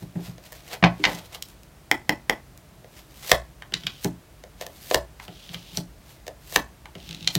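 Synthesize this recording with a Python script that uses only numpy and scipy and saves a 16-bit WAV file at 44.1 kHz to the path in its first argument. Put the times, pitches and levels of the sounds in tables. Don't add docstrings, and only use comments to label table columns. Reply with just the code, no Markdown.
import sys
import numpy as np
from scipy import signal
from scipy.fft import rfft, irfft
from scipy.io import wavfile
from scipy.ndimage import uniform_filter1d

SR = 44100
rng = np.random.default_rng(int(sys.argv[2]) if len(sys.argv) > 2 else 0)


def dump_mix(stems):
    frames = np.atleast_2d(stems).T
    limited = np.clip(frames, -1, 1)
    pcm = np.round(limited * 32767).astype(np.int16)
    wavfile.write(sys.argv[1], SR, pcm)


N = 325437

# pitch_hz, level_db
HUSH_SPECTRUM = [(15, -38), (25, -18.5), (48, 4), (97, -5.5), (134, -1.5), (249, -13.5), (301, -11),
                 (531, -18), (591, -13.5), (775, -18.5), (1020, -20), (2050, -24.5), (2610, -26),
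                 (6740, -30.5), (16000, -34)]
HUSH_DB = -50

# fastest_s, level_db, rise_s
RUBS = [(.02, -51.5, 0.046), (.262, -43.5, 0.05), (.461, -47, 0.023), (0.564, -48, 0.063),
        (.685, -45.5, 0.031), (0.735, -31, 0.018), (1.12, -36.5, 0.069), (1.189, -35.5, 0.0074),
        (1.256, -45.5, 0.016), (1.349, -37, .019), (1.501, -53, .06), (2.985, -47.5, 0.041),
        (3.17, -51, 0.061), (3.247, -38, .012), (4.625, -38, 0.016), (5.24, -46, 0.027), (5.542, -39, .012),
        (6.11, -49.5, 0.051)]
# pitch_hz, level_db
PAPER_SPECTRUM = [(150, -22), (400, -7), (650, 3), (1300, -4.5), (2000, 0.5), (4000, 0), (7000, -5),
                  (10500, -9.5), (14000, -6.5), (16000, -15)]
RUB_FALL = 0.72
RUB_TILT_DB, RUB_REF_DB, RUB_THINNING = 0.5, -45.5, 0.17

# start_s, level_db, best_driven_hz, falloff_db_per_octave to either side
BUMPS = [(.022, -31, 122, 8), (.156, -23, 164, 10.5), (.192, -43, 200, 2), (.282, -29.5, 118, 11.5),
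         (.829, -11, 167, 11), (0.846, -20.5, 155.7, 10), (0.878, -26, 175, 24.5), (0.995, -32.5, 310, 22),
         (1.131, -34, 160, 7.5)]
# pitch_hz, level_db, t60_s
TABLE_MODES = [(61.1, -12.5, 0.32), (93.5, -11, 0.078), (117.8, -2, 0.17), (150, -9, 0.2),
               (176.9, -1, 0.25), (263.6, -9, 0.19), (314, -8.5, 0.26), (389.5, -6, 0.14)]
# pitch_hz, level_db
PAT_SPECTRUM = [(120, -10), (300, -4), (560, -8.5), (750, -5), (1100, -20.5), (2000, -19.5), (6000, -53)]

# start_s, level_db, tilt_db_per_octave
CATCHES = [(.382, -45, -0.5), (.5225, -35, 10.5), (0.5289, -35.5, 9), (2.845, -48, -5),
           (3.2957, -28.5, 3.5), (4.4386, -40, -1), (4.6125, -29, 1), (4.666, -31.5, 5.5),
           (4.9122, -20.5, -3), (4.9565, -23, -0.5), (6.2678, -37.5, 1.5), (6.2805, -31, 0),
           (6.525, -31.5, 6)]
CATCH_CRACK_DB, CATCH_POP_DB, CATCH_POP_HZ, POP_LOSS = 2.5, 11, 592, 1
# pitch_hz, level_db, t60_s
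CARD_MODES = [(1046, 3, 0.0067), (1400, -34.5, 0.018), (1790, 2, 0.012), (3530, 10, 0.0016),
              (3980, -45, 0.011), (6170, 6, 0.0037)]
# multiple_of_pop_pitch, level_db, t60_s
HAND_MODES = [(.7, -2, 0.01), (1, 3.5, 0.011), (1.25, -13, 0.022)]
# pitch_hz, level_db
CRACK_SPECTRUM = [(100, -28), (300, -12), (1000, -4.5), (3000, 2.5), (5000, -1), (7000, -4), (10000, -13),
                  (13000, -10.5), (16000, -16)]

# peak_s, level_db, landing_spread_s, tilt_db_per_octave
LANDINGS = [(0.8274, -11, 0.0028, -3.5), (0.8396, -3, 0.0023, -1), (.8455, -19.5, 0.0026, 9),
            (0.856, -21.5, 0.0087, 1), (0.865, -41, 0.0037, 15), (1.04, -7.5, 0.0032, 4),
            (1.052, -9, 0.0038, 5.5), (1.062, -26, 0.024, -5.5)]
# pitch_hz, level_db
EDGE_SPECTRUM = [(100, -6), (300, -5.5), (450, -8.5), (750, 3.5), (1400, -4), (2100, 5.5), (3200, -4),
                 (4600, -11.5), (6500, -23), (9000, -44), (16000, -54)]

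# start_s, level_db, main_ring_hz, crack_db, second_ring_db
TICKS = [(1.149, -32.5, 6400, -12, -10), (1.4246, -25, 6580, 3, 7), (1.4862, -46, 8400, 6, -18),
         (1.6335, -51.5, 5000, 12, 1), (2.5762, -51, 7540, 14, -5), (3.7396, -12, 3840, -16, -13.5),
         (3.8361, -32, 3220, -13, -22), (3.8686, -13.5, 3230, -8.5, -15.5), (5.492, -33, 3260, -21, -30),
         (5.5451, -23.5, 3150, -16, -17), (7.2756, -7, 4040, -17, -11.5)]
# multiple_of_main_ring, level_db
SCUFF_SPECTRUM = [(.25, -20), (.5, -6), (.8, 1.5), (1.1, -1.5), (1.6, -3.5), (2.2, -15), (4, -35.5)]
# (multiple of the main ring, usual dB)
FREE, PINNED = (0.487, -9.5), (0.71, -5.5)
TICK_TILT_DB, TICK_TILT_HZ, TILT_DB_PER_OCTAVE = 2.5, 3500, 4

# start_s, level_db, pitch_factor, crack_db, clatter_db of the loose edges
KNOCKS = [(1.9141, -3.5, 0.95, -6.5, -14), (2.094, -5, 0.95, -7, -11), (2.297, -6, 0.95, -6, -13)]
# pitch_hz before the pitch factor, level_db, t60_s
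DECK_MODES = [(300, -18.5, 0.014), (843, -1, 0.0088), (2087, 6, 0.01), (3360, 1, 0.007), (5750, -11, 0.01)]
# pitch_hz, level_db
CLATTER_SPECTRUM = [(150, 1.5), (330, 11), (550, -6.5), (850, -6), (1300, -6), (1750, -1.5), (2350, 1.5),
                    (2800, 0), (3400, -17), (5000, -12), (10000, -19), (16000, -20)]

# snap_s, level_db, crack_db, crack_tilt_db_per_octave,
# pop_db of the hand's hollow, pop_hz, deck_clatter_db, pull_db, pull_rise_s
DRAWS = [(3.3171, -2, 1.5, -1, 1.5, 636, -22, -28, .04), (4.9458, -8.5, 2, 0, 5, 584, -20, -36, 0.09),
         (6.561, -3, -5, 2, -6, 415, -14.5, -33.5, .044)]
PULL_TILT_DB, PULL_FALL_S = 2.5, 0.016
SNAG_DB, SNAG_TILT_DB, SNAG_POP_DB, SNAG_SPAN = -8.5, 1, -1, 1.3
CLAP_LAG_S, CLAP_FALL_S = 0.00213, 0.0038
JOLT_DB, JOLT_HZ, JOLT_FALLOFF_DB = -23, 67, 20

# corner_touch_s, flat_s, thumb_press_s, press_tick_db, press_ring_hz,
# press_crack_db, thud_db, thud_falloff_db_per_octave
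LAYS = [(3.6226, 3.723, 4.0456, -23.5, 6070, 6.5, -22.5, 3),
        (5.1996, 5.281, 5.7726, -16.5, 5720, -11, -28, 5),
        (6.8573, 6.9536, 7.3527, -17.5, 4030, 9, -21.5, 8.5)]
TOUCH_DB, TOUCH_HZ, TOUCH_CRACK_DB = -29.5, 2040, -7.5
FLOP_DB, FLOP_HZ, FLOP_CRACK_DB, FLOP_THUD_DB, FLOP_FALLOFF_DB = -34.5, 3070, -6, -41, 2
PRESS_RUB_DB, PRESS_RISE_S, PRESS_FALL_S, PRESS_TILT_DB = -37, 0.02, 0.014, 2.5
NUDGE_DB, FIDGET_DB, TABLE_HZ, NUDGE_FALLOFF_DB, TABLE_LAG_S = -39, -46, 152, 10.5, 0.00205

# pitch_hz, level_db
SCRAPE_SPECTRUM = [(500, -21), (1400, -17), (2300, -6), (3200, 2.5), (4300, -3), (6000, -7.5),
                   (8000, -14.5), (11000, -16.5), (16000, -16)]
SLIDE_DB, SLIDE_RISE_S, SLIDE_FALL_S, SLIDE_SWELL_DB_PER_S = -50.5, 0.03, 0.0077, 2.5
WAVER_DB, WAVER_S = -1, 0.072

# first_slip_s, length_s, level_db
STUTTERS = [(7.0909, .066, -30.5), (7.2085, .047, -36.5)]
SLIP_S, SLIP_HZ, SLIP_CRACK_DB, SLIP_SPREAD_DB = 0.0188, 3940, -7.5, 1.5

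# pitch_hz, level_db, t60_s
ROOM_BANDS = [(101, -7.5, 0.34), (317, 1, 0.16), (683, 1, 0.18), (1297, -4.5, 0.2), (2210, -9.5, 0.19),
              (4000, -10.5, 0.16), (8820, -14.5, 0.2), (16600, -7, 0.077)]

HZ = np.fft.rfftfreq(4096, 1 / SR)
LEAD = 0.01
EDGE_HZ = 16100


def amp(db):
    return 10 ** (np.asarray(db) / 20)


def unit(x):
    return x / np.sqrt(np.mean(x ** 2) + 1e-20)


def seconds(length):
    return np.arange(int(length * SR)) / SR


def read(points, hz):
    f, value = np.transpose(points)
    return np.interp(np.log(hz + 1), np.log(f + 1), value)


def add(mix, s, sound):
    part = mix[max(round(s * SR), 0):][:len(sound)]
    part += sound[:len(part)]


def moments(start, end, count):
    return rng.uniform(start, end, count)


def colour(x, spectrum, tilt_db=0):
    db = read(spectrum, HZ) + tilt_db * np.log2(np.maximum(HZ, 200) / 1000)
    log_gain = np.r_[db, db[-2:0:-1]] * np.log(10) / 20
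    response = np.exp(np.conj(signal.hilbert(log_gain)))
    taps = np.fft.ifft(response).real[:len(HZ)]
    return signal.oaconvolve(x, taps / np.linalg.norm(taps))


def grains(size, spread_db):
    deviation = np.clip(rng.standard_normal(size // 15 + 1), -2.5, 2.5)
    strength = np.repeat(amp(spread_db * deviation), 15)[:size]
    return unit(rng.standard_normal(size) * strength)


def rubbing(size, catch_db):
    catching = unit(uniform_filter1d(rng.standard_normal(size), size=130))
    return unit(amp(catch_db * catching) * grains(size, spread_db=0.0))


def ring(modes, attack, pitch=1, length=.05):
    t = seconds(length)
    swing = np.zeros(len(t))
    for k, (hz, db, t60) in enumerate(modes):
        decay = amp(db - 60 * t / t60)
        swing += (-1) ** k * decay * np.sin(2 * np.pi * hz * pitch * t)
    return swing * (1 - np.exp(-t / attack))


def burst(spectrum, rise, fall, tilt_db):
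    t = seconds(.12) - LEAD
    envelope = np.exp(np.minimum(t / rise, -t / fall))
    z = rfft(grains(len(t), spread_db=4.0) * envelope)
    local_power = uniform_filter1d(abs(z) ** 2, size=100)
    flurry = irfft(z / np.sqrt(local_power + 1e-12), len(t))
    sound = colour(flurry, spectrum, tilt_db)
    return sound * np.linalg.norm(envelope) / np.linalg.norm(sound)


def hush():
    spectrum_db = read(HUSH_SPECTRUM, np.fft.rfftfreq(N, 1 / SR))
    noise = rfft(rng.standard_normal(N)) * amp(spectrum_db)
    return amp(HUSH_DB) * unit(irfft(noise, N))


def rub_events():
    for s, db, rise in RUBS:
        tilt_db = RUB_TILT_DB + RUB_THINNING * (RUB_REF_DB - db)
        yield s, db, rise, RUB_FALL * rise, tilt_db
    for s, *_, db, rise in DRAWS:
        yield s, db, rise, PULL_FALL_S, PULL_TILT_DB
    for _, _, press, *_ in LAYS:
        yield press, PRESS_RUB_DB, PRESS_RISE_S, PRESS_FALL_S, PRESS_TILT_DB


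def rubs():
    out = np.zeros(N)
    for s, db, rise, fall, tilt_db in rub_events():
        t = np.arange(max(-4 * rise, -s), 4 * fall, 1 / SR)
        speed = np.exp(np.minimum(t / rise, -t / fall))
        hiss = colour(speed * rubbing(len(t), catch_db=3.0), PAPER_SPECTRUM, tilt_db)
        add(out, s + t[0], amp(db) * hiss)
    return out


def slips():
    events = []
    for first, length, db in STUTTERS:
        for s in np.arange(first, first + length, SLIP_S):
            events.append((s, db))
    return events


def thud_events():
    yield from BUMPS
    for s, db, _, _, pop_db, *_ in DRAWS:
        yield s + TABLE_LAG_S, db + pop_db + JOLT_DB, JOLT_HZ, JOLT_FALLOFF_DB
    for _, flat, press, *_, thud_db, falloff_db in LAYS:
        yield flat + TABLE_LAG_S, FLOP_THUD_DB, TABLE_HZ, FLOP_FALLOFF_DB
        yield press + TABLE_LAG_S, thud_db, TABLE_HZ, falloff_db
        for s, *_ in [*TICKS, *slips()]:
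            if flat < s < press:
                yield s + TABLE_LAG_S, NUDGE_DB, TABLE_HZ, NUDGE_FALLOFF_DB
        for s in moments(flat, press, count=3):
            yield s, FIDGET_DB, TABLE_HZ, NUDGE_FALLOFF_DB


def thuds():
    booms, pats = np.zeros((2, N))
    hz, mode_db, t60 = np.transpose(TABLE_MODES)
    for s, db, best_hz, falloff_db in thud_events():
        share_db = mode_db - falloff_db * abs(np.log2(hz / best_hz))
        modes = zip(hz, share_db - share_db.max(), t60)
        add(booms, s, amp(db) * ring(modes, attack=0.0014, length=.4))
        pat_db = db + 5.5 - falloff_db * abs(np.log2(600 / best_hz))
        pat = burst(PAT_SPECTRUM, rise=0.0005, fall=0.0087, tilt_db=1.0)
        add(pats, s - LEAD, amp(pat_db) * pat)
    return booms, pats


def snap_events():
    for s, db, crack_db, tilt_db, pop_db, pop_hz, _, pull_db, rise in DRAWS:
        yield s, db, crack_db, tilt_db, pop_db, pop_hz
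        for early in moments(0, SNAG_SPAN * rise, count=4):
            speed_db = 20 * np.log10(np.exp(-early / rise))
            yield s - early, pull_db + SNAG_DB + speed_db, 0, SNAG_TILT_DB, SNAG_POP_DB, pop_hz
    for s, db, tilt_db in CATCHES:
        yield s, db, CATCH_CRACK_DB, tilt_db, CATCH_POP_DB - POP_LOSS * tilt_db, CATCH_POP_HZ


def snaps():
    rings, cracks = np.zeros((2, N))
    for s, db, crack_db, tilt_db, pop_db, pop_hz in snap_events():
        add(rings, s, amp(db) * ring(CARD_MODES, attack=0.00041))
        crack = burst(CRACK_SPECTRUM, rise=0.00081, fall=0.0012, tilt_db=tilt_db)
        add(cracks, s - LEAD, amp(db + crack_db) * crack)
        add(cracks, s, amp(db + pop_db) * ring(HAND_MODES, attack=0.0012, pitch=pop_hz))
    return rings, cracks


def landings():
    out = np.zeros(N)
    for s, db, spread, tilt_db in LANDINGS:
        impacts = burst(EDGE_SPECTRUM, rise=0.00056, fall=spread, tilt_db=tilt_db)
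        add(out, s - LEAD, amp(db) * impacts)
    return out


def edge(s, db, hz, crack_db, hold):
    multiple, second_db = hold
    tilt_db = TICK_TILT_DB + TILT_DB_PER_OCTAVE * np.log2(hz / TICK_TILT_HZ)
    return s, db, hz, hz * multiple, second_db, crack_db, tilt_db


def tick_events():
    for touch, flat, press, db, hz, crack_db, *_ in LAYS:
        yield edge(touch, TOUCH_DB, TOUCH_HZ, TOUCH_CRACK_DB, FREE)
        yield edge(flat, FLOP_DB, FLOP_HZ, FLOP_CRACK_DB, FREE)
        yield edge(press, db, hz, crack_db, PINNED)
    for s, db, hz, crack_db, second_db in TICKS:
        yield edge(s, db, hz, crack_db, (FREE[0], second_db))
    for s, db in slips():
        uneven_db = db + SLIP_SPREAD_DB * rng.standard_normal()
        yield edge(s, uneven_db, SLIP_HZ, SLIP_CRACK_DB, PINNED)


def ticks():
    rings, scuffs = np.zeros((2, N))
    for s, db, main_hz, second_hz, second_db, crack_db, tilt_db in tick_events():
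        pair = ring([(main_hz, 0, .004), (second_hz, second_db, .005)], attack=.0008)
        add(rings, s, amp(db + 4) * pair / abs(pair).max())
        crack = burst(CRACK_SPECTRUM, rise=0.00012, fall=0.00093, tilt_db=tilt_db)
        add(rings, s - LEAD, amp(db + crack_db) * crack)
        spectrum = [(main_hz * multiple, scuff_db) for multiple, scuff_db in SCUFF_SPECTRUM]
        scuff = burst(spectrum, rise=0.00096, fall=0.0022, tilt_db=-0.5)
        add(scuffs, s - LEAD, amp(db - 5) * scuff)
    return rings, scuffs


def knocks():
    rings, clatter = np.zeros((2, N))
    for s, db, pitch, crack_db, clatter_db in KNOCKS:
        add(rings, s, amp(db + 1.0) * ring(DECK_MODES, attack=0.00071, pitch=pitch))
        crack = burst(CRACK_SPECTRUM, rise=.0001, fall=0.00076, tilt_db=2.5)
        add(rings, s - LEAD, amp(db + crack_db) * crack)
        loose = burst(CLATTER_SPECTRUM, rise=0.00043, fall=0.0039, tilt_db=-0.5)
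        add(clatter, s - LEAD, amp(db + clatter_db) * loose)
    return rings, clatter


def claps():
    out = np.zeros(N)
    for s, db, *_, clatter_db, _, _ in DRAWS:
        loose = burst(CLATTER_SPECTRUM, rise=0.00036, fall=CLAP_FALL_S, tilt_db=0.5)
        add(out, s + CLAP_LAG_S - LEAD, amp(db + clatter_db) * loose)
    return out


def slides():
    out = np.zeros(N)
    for _, flat, press, *_ in LAYS:
        t = np.arange(flat, press + 4 * SLIDE_FALL_S, 1 / SR)
        start = 1 - np.exp((flat - t) / SLIDE_RISE_S)
        stop = np.exp(np.minimum(press - t, 0) / SLIDE_FALL_S)
        steps = rng.standard_normal(size=40)
        waver = np.interp((t - flat) / WAVER_S, np.arange(len(steps)), steps)
        level = amp(SLIDE_DB + SLIDE_SWELL_DB_PER_S * (t - press) + WAVER_DB * waver)
        friction = start * stop * level * rubbing(len(t), catch_db=2.6)
        add(out, flat, colour(friction, SCRAPE_SPECTRUM))
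    return out


def room(x, first_echo=.0055, wall_delay=0.0059, wall_db=-14):
    bands = np.array(ROOM_BANDS)
    spectrum, decay = bands[:, :2], bands[:, [0, 2]]
    hz, t, z = signal.stft(grains(SR // 2, spread_db=5.5), SR, nperseg=256)
    z = z * amp(-60 * t / read(decay, hz)[:, None])
    flat = signal.istft(z / np.linalg.norm(z, axis=1, keepdims=True), SR, nperseg=256)[1]
    paths = rfft(flat)
    local_power = uniform_filter1d(abs(paths) ** 2, size=45)
    flat = irfft(paths / np.sqrt(local_power + 1e-12), len(flat))[:SR // 3]
    strength = np.sqrt(np.mean(amp(read(spectrum, HZ)) ** 2))
    tail = colour(flat / np.linalg.norm(flat), spectrum) * strength
    out = np.zeros(N)
    add(out, first_echo, signal.fftconvolve(x, tail))
    add(out, wall_delay, amp(wall_db) * uniform_filter1d(x, size=6))
    return out


def scene():
    friction = rubs() + slides()
    boom, pat = thuds()
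    snap, crack = snaps()
    deck = landings()
    tick, scuff = ticks()
    knock, clatter = knocks()
    clatter = clatter + claps()
    rings = knock + snap + tick
    scattered = deck + clatter + crack + scuff + pat
    to_room = amp(-2.0) * rings + amp(1.0) * deck + amp(2) * clatter
    to_room += amp(-2.5) * crack + amp(3.0) * scuff + amp(-2.0) * pat
    to_room += amp(0.5) * friction + amp(-0.5) * boom
    return (rings + scattered + boom + friction + room(to_room) + hush())[None]


def record(dry):
    bass_cut = signal.butter(4, 34, "high", fs=SR, output="sos")
    clipped = np.clip(signal.sosfilt(bass_cut, dry), -1, 1)
    band_limit = signal.firwin(511, EDGE_HZ, window=("kaiser", 9), fs=SR)
    return signal.oaconvolve(clipped, band_limit[None], "same")


dry = scene()
out = record(dry)
dump_mix(out)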